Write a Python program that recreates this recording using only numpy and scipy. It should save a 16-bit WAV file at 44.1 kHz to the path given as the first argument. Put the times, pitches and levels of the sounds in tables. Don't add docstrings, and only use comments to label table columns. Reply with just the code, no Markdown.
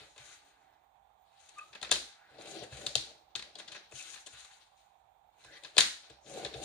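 import sys
import numpy as np
from scipy import signal
from scipy.fft import rfft, irfft
from scipy.io import wavfile
from scipy.ndimage import uniform_filter1d

SR = 44100
rng = np.random.default_rng(int(sys.argv[2]) if len(sys.argv) > 2 else 0)


def decibels_to_gain(level_db):
    exponent = np.asarray(level_db, float) / 20
    return 10 ** exponent


def bounce(signal):
    frames = np.transpose(np.atleast_2d(signal))
    limited = np.clip(frames, -1, 1)
    pcm = np.round(limited * 32767).astype(np.int16)
    wavfile.write(sys.argv[1], SR, pcm)


N = 292824

# [f/Hz, density/dB per Hz]
FLOOR_LEFT = [(32, -112), (48, -95), (120, -107), (280, -119), (380, -115), (780, -125), (1300, -122),
              (1700, -112), (2300, -125), (3800, -122), (5000, -132), (7000, -123), (10500, -134),
              (11900, -146), (12500, -130), (13000, -146)]
FLOOR_RIGHT = [(32, -114), (48, -103), (120, -110), (280, -117), (540, -104), (680, -92.5), (780, -86),
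               (900, -92), (1120, -101), (1950, -115), (2300, -110), (2950, -118), (3500, -110),
               (5000, -130), (9500, -128), (11900, -144), (12300, -123), (12650, -123), (13000, -146)]
# [f/Hz, level/dB]
PORT_LEFT = [(40, 0.5), (1000, -7), (2000, -4.5), (3000, 0.5), (3700, 3.5), (4600, 4), (5100, -2.5),
             (6000, 3.5), (6800, 3), (7900, -8.5), (8900, -4), (10000, -14), (10900, -44), (12500, -46),
             (13800, -56)]
PORT_RIGHT = [(40, 0), (1000, -14), (1700, -4.5), (2500, -9), (3100, -17), (3900, -2.5), (4600, -9.5),
              (5500, -5), (8000, -18.5), (11000, -27.5), (11700, -39), (12500, -22), (13200, -33),
              (13800, -51.5)]
# [delay/ms, left level/dB, right level/dB]
ECHOES = [(6.817, -18, -3.5), (11.7, -23, -20.5), (25.44, -17, -36), (.3, -16.5, -7), (0.751, -20, -12),
          (1.886, -20, -10)]
# [level/dB, low f/Hz, high f/Hz]
WASH_BANDS = [(13.4, 2890, 4900), (25.4, 950, 3150), (28.8, 260, 950), (26.1, 7000, 12600)]
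# [f/Hz, level/dB, t60/s]
GUIDE = [(1004, 2, 0.014), (1380, -1, 0.015), (1692, 4, 0.016), (1950, 8.5, 0.0054), (2580, 3.5, 0.016)]
BASE = [(203, -16.5, 0.31), (346, -1.5, 0.067), (452, 5.5, 0.032), (567, 7.5, 0.03), (674, 9, 0.026),
        (787, 8.5, 0.026)]
RULER = [(3680, 0, .009), (3270, -12, .007), (4730, -4, .008)]
EDGE_RING = [(9300, -1.5, 0.0029), (7170, 0.5, 0.005)]
# [f/Hz, level/dB, t60/s]
DESK_LOW = [(51.7, -16.5, 0.33), (66.3, 1.5, 0.48)]
DESK_HIGH = [(129, 5, 0.14), (148, -6, 0.19)]
# [t/s, upper mode peak level/dB, lower mode re upper/dB]
THUDS = [(0.004, -61, -11.5), (0.191, -60, -14), (1.696, -68, -17), (1.816, -65.5, -1), (1.911, -54.5, -4),
         (2.301, -68, -23), (2.718, -45, -11), (2.86, -53, -9), (2.954, -43.5, -17.5), (3.357, -60.5, -8),
         (3.602, -93, -9), (3.93, -54.5, -23), (4.327, -64, -6), (5.449, -65.5, -7), (5.768, -61, 2.5),
         (6.099, -59.5, -10), (6.273, -65, -16), (6.441, -53.5, -6), (6.548, -46.5, -10)]
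# [peak t/s, rise/s, fall/s, f/Hz, level/dB]
CREEPS = [
    (.55, 0.42, 0.45, 353, -91.5),
    (.65, 0.67, 0.28, 1640, -83.5),
    (2.199, 0.19, 0.52, 1588, -74.5),
    (6.271, 0.059, .06, 7000, -74.5),
]
# [t/s, f/Hz, level/dB]
SQUEAK_LOW = [(1.56, 1213, -73), (1.586, 1216, -49.5), (1.602, 1313, -59.5), (1.613, 1237, -51),
              (1.632, 1230, -56), (1.652, 1286, -66), (1.672, 1207, -75), (1.692, 1286, -69),
              (1.715, 1235, -69.5)]
SQUEAK_MID = [(1.578, 1500, -100), (1.588, 1570, -56.5), (1.598, 1700, -61.5), (1.61, 1540, -59),
              (1.622, 1560, -87)]
SQUEAK_HIGH = [(1.575, 2410, -83), (1.585, 2460, -69), (1.596, 2610, -57.5), (1.607, 2540, -74.5),
               (1.615, 2573, -66), (1.628, 2550, -77.5)]
# [t/s, f/Hz, level/dB]
WHINES = [
    [(3.94, 2775, -68), (3.958, 2730, -46), (3.984, 2570, -56), (3.992, 2555, -37.5), (4.03, 2580, -53)],
    [(5.46, 1700, -55.5), (5.585, 1887, -50), (5.63, 1910, -74)],
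]
# [peak t/s, rise/s, fall/s, scrape level/dB, board drone level/dB]
CARD_SLIDES = [(0, 0.042, 0.1, -60.5, -60.5), (.2, 0.037, 0.25, -64.5, -73.5),
               (.33, 0.21, 0.075, -66.5, -76), (.48, 0.14, 0.13, -78, -81), (.62, 0.12, 0.24, -89, -85.5),
               (1.44, 0.19, 0.25, -74.5, -88), (1.57, 0.086, 0.29, -73.5, -70),
               (4.35, 0.089, 0.29, -63.5, -76), (4.62, 0.22, 0.1, -79, -85),
               (4.78, 0.029, 0.26, -82.5, -96), (5.41, 0.052, 0.24, -74, -79.5),
               (5.574, 0.18, 0.037, -66.5, -62), (5.65, 0.049, 0.11, -66.5, -65.5),
               (5.76, 0.044, 0.029, -66.5, -62)]
SLIDER_RUNS = [(2.4, 0.032, .35, -65, -57.5), (2.478, 0.085, 0.074, -61, -54.5),
               (2.56, 0.22, 0.15, -61, -52.5), (2.635, 0.16, 0.0079, -63.5, -54),
               (2.73, 0.041, 0.29, -61, -61), (2.8, 0.11, 0.11, -63, -54.5), (2.85, 0.1, 0.088, -63, -55),
               (2.91, 0.092, 0.064, -64, -58.5), (6.28, 0.044, 0.2994, -63.5, -62),
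               (6.375, 0.11, .1, -60, -50.5), (6.43, 0.16, 0.11, -61.5, -50),
               (6.55, 0.074, 0.089, -62, -55), (6.64, 0.12, .1, -59.5, -49.5)]
HAND_SHIFTS = [(2.08, 0.088, 0.1213, -70.5, -77), (2.35, 0.12, 0.16, -74, -74.5),
               (3.04, 0.07, 0.19, -69, -62), (3.32, 0.17, 0.0482, -87.5, -74.5),
               (3.45, 0.059, 0.2375, -72.5, -69), (3.594, 0.083, 0.093, -66.5, -64.5),
               (3.76, 0.16, 0.14, -64.5, -63.5), (6.04, 0.048, 0.147, -69.5, -70.5),
               (6.11, 0.029, 0.0937, -74, -65)]
CARD_TURN = [(3.96, 0.0583, 0.18, -66, -67), (4.0, 0.082, 0.074, -65, -76.5), (4.07, 0.14, 0.11, -60, -74),
             (4.15, 0.097, 0.119, -66.5, -76), (4.205, 0.093, 0.018, -72, -79)]
# [t/s, crack peak level/dB, guide re crack/dB, base re crack/dB, edge re crack/dB]
CLICKS = [(0.179, -44, -10, -15, -12.5), (1.329, -69, -7, -19, -23), (1.8144, -37.5, -17, -10.5, -16),
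          (1.8274, -29.5, -9, -11, -13), (1.846, -38, -7, -16, -30), (1.852, -48, -3, -31, -33),
          (1.87, -43.5, -9, -9, -26), (1.892, -39, -10, -8, -27), (2.8646, -23, -18.5, -21.5, -14),
          (3.3524, -26, -15.5, -15, -32), (3.358, -31, -13.5, -29.5, -11.5),
          (3.393, -34, -11.5, -21, -21.5), (3.4233, -37, -11.5, -20, -17), (3.5539, -37.5, -29, -12.5, -21),
          (3.7173, -42.5, -29, -20, -18), (3.9212, -55.5, 0.5, 3, -2), (5.6355, -41, -16, -35, -15.5),
          (5.6473, -36.5, -10.5, -30, -32), (6.4483, -28.5, -10.5, -7, -18.5),
          (6.4614, -36.5, -39, -7.5, -36)]
SCUFFS = [(.16, -55.5, -8, -4, -13), (1.488, -52, -10, -21.5, -7), (1.7494, -43.5, -3, -8.5, -17.5),
          (2.3825, -50.5, -16, 3.5, -23.5), (2.418, -53.5, -9, -18, -4), (2.6344, -46, -5, -5.5, -9.5),
          (2.7207, -52.5, 0, 0, -27.5), (2.8114, -46, -10, -10, -17.5), (3.5972, -43, -18, -9, -18),
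          (3.681, -41, -25, -25, -26), (3.9921, -56, -25.5, -28, 1), (4.3301, -52, -9.5, -14, -8),
          (4.4451, -48, -11, -32, -10), (4.51, -57, -4.5, -30, -16.5), (5.4445, -55.5, -2.5, -5, -8.5),
          (6.097, -49.5, -12, -8, -14), (6.5385, -39.5, -11.5, -13.5, -26)]
BRUSHES = [(1.58, -56.5, 0, -16, -4.5), (1.727, -48.5, -4.5, -14, -20), (3.1, -58.5, -10, -12, -23),
           (3.584, -43.5, -17.5, -13.5, -12.5), (3.594, -41, -11, -13, -19), (3.676, -44, -11, -21, -16.5),
           (3.716, -39.5, -11, -24, -15.5), (3.744, -45.5, -3.5, -10, -17), (3.756, -49, -3, -9, -20),
           (4.26, -43, -21, -13, -10.5), (4.266, -45.5, -11.5, -13.5, -8)]
SNAGS = [(2.4098, -46, -10.5, -23, -22), (2.455, -50, -8.5, 0, -8), (2.5115, -44, -20, -9, -9),
         (2.5494, -50, -4, -15, -24), (2.77, -44.5, -10, -9, -9.5), (3.912, -53, -11.5, -4.5, -10),
         (3.9527, -48, -19, -22, -23), (4.009, -42, -29, -28, -10), (4.024, -52.5, -26, -25, 3),
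         (4.138, -49, -3, -22, -18), (4.158, -45.5, -5, -15, -18), (4.173, -48.5, -4, -18, -22),
         (6.2613, -52, -9.5, -12, -24), (6.2952, -53.5, -16, -5.5, -0.5), (6.336, -50, -7.5, 5.5, -6.5),
         (6.371, -50.5, -24.5, 10.5, -12), (6.396, -48, -17, 7, -16), (6.426, -51, -3.5, 10.5, -19)]
SLAMS = [(1.9065, -40, -13, -18, -26.5), (1.9112, -19.5, -17, -9, -23), (1.9143, -12, -20, -13.5, -7.5),
         (1.9162, -18, -10, -14.5, -18), (1.919, -23.5, -8.5, -16, -9.5), (1.9225, -14, -30, -27, -17.5),
         (1.9258, -14, -29, -30, -19), (1.9295, -26, -10, -29, -24), (1.9348, -27.5, -12, -13, -22),
         (1.9443, -32.5, -20.5, -26, -22), (1.956, -26, -18, -20.5, -23),
         (1.9613, -26.5, -13.5, -12, -19.5), (5.7662, -26.5, -13, -6, -20.5), (5.768, -23, -17.5, -23, -21),
         (5.7782, -21, -19, -20.5, -15), (5.7806, -6, -8, -22.5, -14.5), (5.7822, -7.5, -17, -37.5, -10),
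         (5.7847, -8.5, -22, -25, -10.5), (5.787, -10.5, -21, -19, -16), (5.7905, -16, -19.5, -16, -16.5),
         (5.8055, -12, -17.5, -33, -9), (5.8078, -12, -22, -34.5, -16), (5.8152, -17, -20, -27, -21.5),
         (5.8225, -30, -23, -32.5, -12.5)]
END_STOP = [
    (2.954, -10, -25, -21, -16),
]

ROOM_T60_S, ROOM_DB = 0.42, [-7.5, 0.5]
WASH_T60_S, WASH_DB = 0.39, -3
# (edge re scrape/dB, sheet re scrape/dB)
CARD_TONE, SLIDER_TONE = (2.8, 1.8), (2.1, -0.96)
HAND_TONE, TURN_TONE = (-6, 2), (6.5, 0.42)
STROKE_DB, STROKE_ROUND = 20.5, 1.2
DRONE_REST_HZ, DRONE_REST_DB, DRONE_SAG_HZ_PER_DB = 696, -86.5, 7
CLICK_MS, SCUFF_MS, SLAM_MS, STOP_MS, BRUSH_MS = 3.0, 4.8, 1.2, 1.3, 5.8
CREEP_WIDTH = 0.26
WAVER_DB = 1.1
PEAK_TOP = 0.95
WHISTLE_HZ, WHISTLE_DB = (14750, 15000), -93


def unit(x):
    return x / np.sqrt(np.mean(x ** 2))


def band(x, lo_hz, hi_hz):
    return signal.sosfilt(signal.butter(2, [lo_hz, hi_hz], "bandpass", fs=SR, output="sos"), x)


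def colour(x, points):
    hz, db = np.transpose(points)
    grid = np.maximum(np.fft.rfftfreq(4096, 1 / SR), 1)
    log_gain = np.interp(np.log(grid), np.log(hz), db) * np.log(10) / 20
    cepstrum = irfft(log_gain)
    cepstrum[1:2048] *= 2
    cepstrum[2049:] = 0
    impulse = irfft(np.exp(rfft(cepstrum)))
    return signal.fftconvolve(x, impulse)[:N]


def ring(x, modes):
    out = 0
    for k, (hz, db, t60) in enumerate(modes):
        pole = np.exp((2j * np.pi * hz - np.log(1000) / t60) / SR)
        out = out + (-1) ** k * decibels_to_gain(db) * signal.lfilter([1], [1, -pole], x).imag
    return out


def walk(rate):
    hold = int(SR / rate)
    steps = np.repeat(rng.standard_normal(N // hold + 1), hold)
    return 1.6 * uniform_filter1d(steps, hold)[:N]


def tone(hz):
    return np.sin(2 * np.pi * np.cumsum(hz) / SR)


def play(rows, rest):
    end = (rows[-1][0] + 1 / SR, *rows[-1][1:])
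    s, *columns = np.transpose(list(rows) + [end])
    t = np.arange(N) / SR
    return np.array([np.interp(t, s, c, left=r, right=r) for c, r in zip(columns, rest)])


def grain(rough_db):
    return unit(rng.standard_normal(N) * decibels_to_gain(rough_db * rng.exponential(size=N)))


def background():
    left, right = rng.standard_normal((2, N)) * np.sqrt(SR / 2)
    right = right + signal.lfilter(*signal.butter(1, 200, fs=SR), left - right)
    flicker = decibels_to_gain(0.6 * walk(30))
    return np.array([colour(left, FLOOR_LEFT), colour(right * flicker, FLOOR_RIGHT)])


def room(near, far, wash):
    t = np.arange(SR // 2) / SR
    mid, side = rng.standard_normal((2, len(t)))
    side = band(side, 700, 20000)
    fade = decibels_to_gain(-60 * t / ROOM_T60_S) * np.clip(t / 0.00097, 0, 1)
    out = []
    for c, sign in enumerate((1, -1)):
        tail = fade * (mid + sign * side)
        early = np.zeros(SR // 20)
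        early[0] = 1
        for ms, *echo_db in ECHOES:
            early[int(ms * SR / 1000)] = decibels_to_gain(echo_db[c])
        wet = signal.fftconvolve(far[c], tail / np.sqrt(np.sum(tail ** 2)))[:N]
        wet = wet + wash[0] + sign * band(wash[1], 650, 20000)
        out.append(signal.fftconvolve(near[c], early)[:N] + decibels_to_gain(ROOM_DB[c]) * wet)
    return out


def thuds():
    low, high = np.zeros((2, N))
    for s, db, low_db in THUDS:
        high[int(s * SR)] = decibels_to_gain(db)
        low[int(s * SR)] = decibels_to_gain(db + low_db)
    push = np.hanning(int(0.0085 * SR))
    desk = ring(low, DESK_LOW) + ring(high, DESK_HIGH)
    return decibels_to_gain(4.5) * signal.fftconvolve(desk, push / push.sum())[:N]


def creep():
    t, out = np.arange(N) / SR, 0
    for s, rise, fall, hz, db in CREEPS:
        away = np.abs(t - s) / np.where(t < s, rise, fall)
        whistle = unit(band(grain(1.2), hz * (1 - CREEP_WIDTH), hz * (1 + CREEP_WIDTH)))
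        out = out + decibels_to_gain(db + 14.0 - STROKE_DB * away ** 2) * whistle
    return out


def squeak():
    # (curve, pitch waver as a fraction, waver rate/Hz, lift/dB)
    voices = [(SQUEAK_LOW, 0.013, 120, 14), (SQUEAK_MID, 0.07, 300, 9), (SQUEAK_HIGH, 0.01, 120, 16),
              (WHINES[0], 0.07, 500, -2.5), (WHINES[1], 0.06, 400, 2.5)]
    out = 0
    for rows, waver, rate, lift_db in voices:
        hz, db = play(rows, [0, -200])
        strength = decibels_to_gain(db + lift_db + WAVER_DB * walk(70))
        out = out + strength * tone(hz * (1 + waver * walk(rate)))
    return out


def strokes():
    t = np.arange(0, N / SR + 0.002, 0.001)
    power = 1e-20
    kinds = [(CARD_SLIDES, CARD_TONE), (SLIDER_RUNS, SLIDER_TONE),
             (HAND_SHIFTS, HAND_TONE), (CARD_TURN, TURN_TONE)]
    for rows, (edge_db, sheet_db) in kinds:
        for s, rise, fall, db, drone_db in rows:
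            away = np.abs(t - s) / np.maximum(np.where(t < s, rise, fall), 0.01)
            peak_db = np.array([[db], [db + edge_db], [db + sheet_db], [drone_db]])
            power = power + decibels_to_gain(peak_db - STROKE_DB * away ** STROKE_ROUND) ** 2
    pressure_db = np.maximum(10 * np.log10(power[3]) - DRONE_REST_DB, 0)
    hz = DRONE_REST_HZ - DRONE_SAG_HZ_PER_DB * pressure_db
    *gains, hz = (np.interp(np.arange(N) / SR, t, v) for v in (*np.sqrt(power), hz))
    return np.array(gains), hz


def rubbing():
    gains, centre_hz = strokes()
    catch = 1.2 * walk(53)
    glide = unit(band(grain(1.5), 7.6, 32)) * tone(centre_hz * (1 + 0.091 * walk(11)))
    board = BASE + [(123, -12, 0.08), (197, -7.5, 0.022), (285, -15.0, 0.007), (338, -3.5, 0.015)]
    fixed = unit(ring(grain(2.7), board))
    drone = (fixed + 0.95 * glide) * decibels_to_gain(6.5 + 0.4 * walk(45) + 2.0 * walk(13))
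    shared = grain(2.0)
    out = []
    for _ in range(2):
        own = grain(2.3)
        fibres = (0.1 * shared + 1.1 * own) * decibels_to_gain(catch)
        scrape = unit(band(fibres, 2700, 6240)) * decibels_to_gain(9.5 + 2.4 * walk(25))
        edge = unit(band(fibres, 6050, 21000)) * decibels_to_gain(16.5 + 1.7 * walk(21))
        sheet = unit(band(shared + 0.083 * fibres, 1100, 2700)) * decibels_to_gain(8.0 + 0.5 * walk(29))
        out.append(np.sum(gains * [scrape, edge, sheet, drone], axis=0))
    return np.array(out)


def plastic(drive, ruler_db):
    crack, guide, base, edge = drive[:, :N]
    crack_sound = band(crack + decibels_to_gain(ruler_db) * ring(crack, RULER), 3050, 5200)
    edge_sound = band(edge + decibels_to_gain(-26.0) * ring(edge, EDGE_RING), 6600, 16000)
    guide_sound = ring(guide, GUIDE)
    base_sound = band(ring(base, BASE), 140, 2700)
    return decibels_to_gain(13.0) * crack_sound + decibels_to_gain(25.5) * edge_sound + decibels_to_gain(-6.0) * guide_sound + decibels_to_gain(-14.5) * base_sound


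def clicks():
    near, far = np.zeros((2, 4, N + 2048))
    t = np.arange(2048) / SR
    # (contacts, length/ms, softness of the swell)
    kinds = [(CLICKS, CLICK_MS, 1), (SCUFFS, SCUFF_MS, 2), (SLAMS, SLAM_MS, 1),
             (END_STOP, STOP_MS, 1), (BRUSHES, BRUSH_MS, 4), (SNAGS, CLICK_MS, 2)]
    events = [(ms, soft, *row) for rows, ms, soft in kinds for row in rows]
    chance = rng.standard_normal((len(events), 2, 2048))
    for (ms, soft, s, db, guide_db, base_db, edge_db), (sign, size) in zip(events, chance):
        span = max(ms, 0.3) / 1000
        shape = np.exp(-t / span) * (1 - np.exp(-t / (0.5 * span))) ** soft
        shape = 0.385 * shape / shape.max()
        rattle = shape * sign * decibels_to_gain(2.0 * size)
        rattle = rattle * np.sqrt(np.sum(shape ** 2) / np.sum(rattle ** 2))
        push = decibels_to_gain(db + np.array([0, guide_db, base_db, edge_db]))
        i = int((s - 0.25 * span) * SR)
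        near[:, i:i + len(t)] += np.outer(push, rattle)
        far[:, i + int(span * SR)] += push ** 2 * np.sum(rattle ** 2)
    keep = decibels_to_gain(-120 / WASH_T60_S / SR)
    spread = decibels_to_gain(WASH_DB) * np.sqrt(signal.lfilter([1 - keep], [1, -keep], far + 1e-18))
    noises = spread[:, :N] * rng.standard_normal((2, 4, N))
    wash = []
    for parts in noises:
        bands = zip(parts, WASH_BANDS)
        wash.append(sum(decibels_to_gain(db) * band(part, lo_hz, hi_hz) for part, (db, lo_hz, hi_hz) in bands))
    return plastic(near, -31), wash


def scene():
    rub, tones = rubbing(), squeak() + creep()
    near, wash = clicks()
    left, right = room(rub + tones + near + thuds(), rub + 0.4 * tones, wash)
    right = np.roll(right, 2)
    return np.array([colour(left, PORT_LEFT), colour(right, PORT_RIGHT)]) + background()


def low_pass(x):
    return signal.sosfilt(signal.butter(12, 15650, fs=SR, output="sos"), x)


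def record(dry):
    cut = signal.butter(6, 42, "highpass", fs=SR, output="sos")
    dull = signal.butter(10, 13900, fs=SR, output="sos")
    rounded = PEAK_TOP * np.tanh(dry / PEAK_TOP)
    whistle = decibels_to_gain(WHISTLE_DB + 2.0 * walk(25)) * unit(band(grain(0), *WHISTLE_HZ))
    mix = signal.sosfilt(np.vstack([cut, dull]), rounded) + whistle
    return low_pass(mix)


dry = scene()
out = record(dry)
bounce(out)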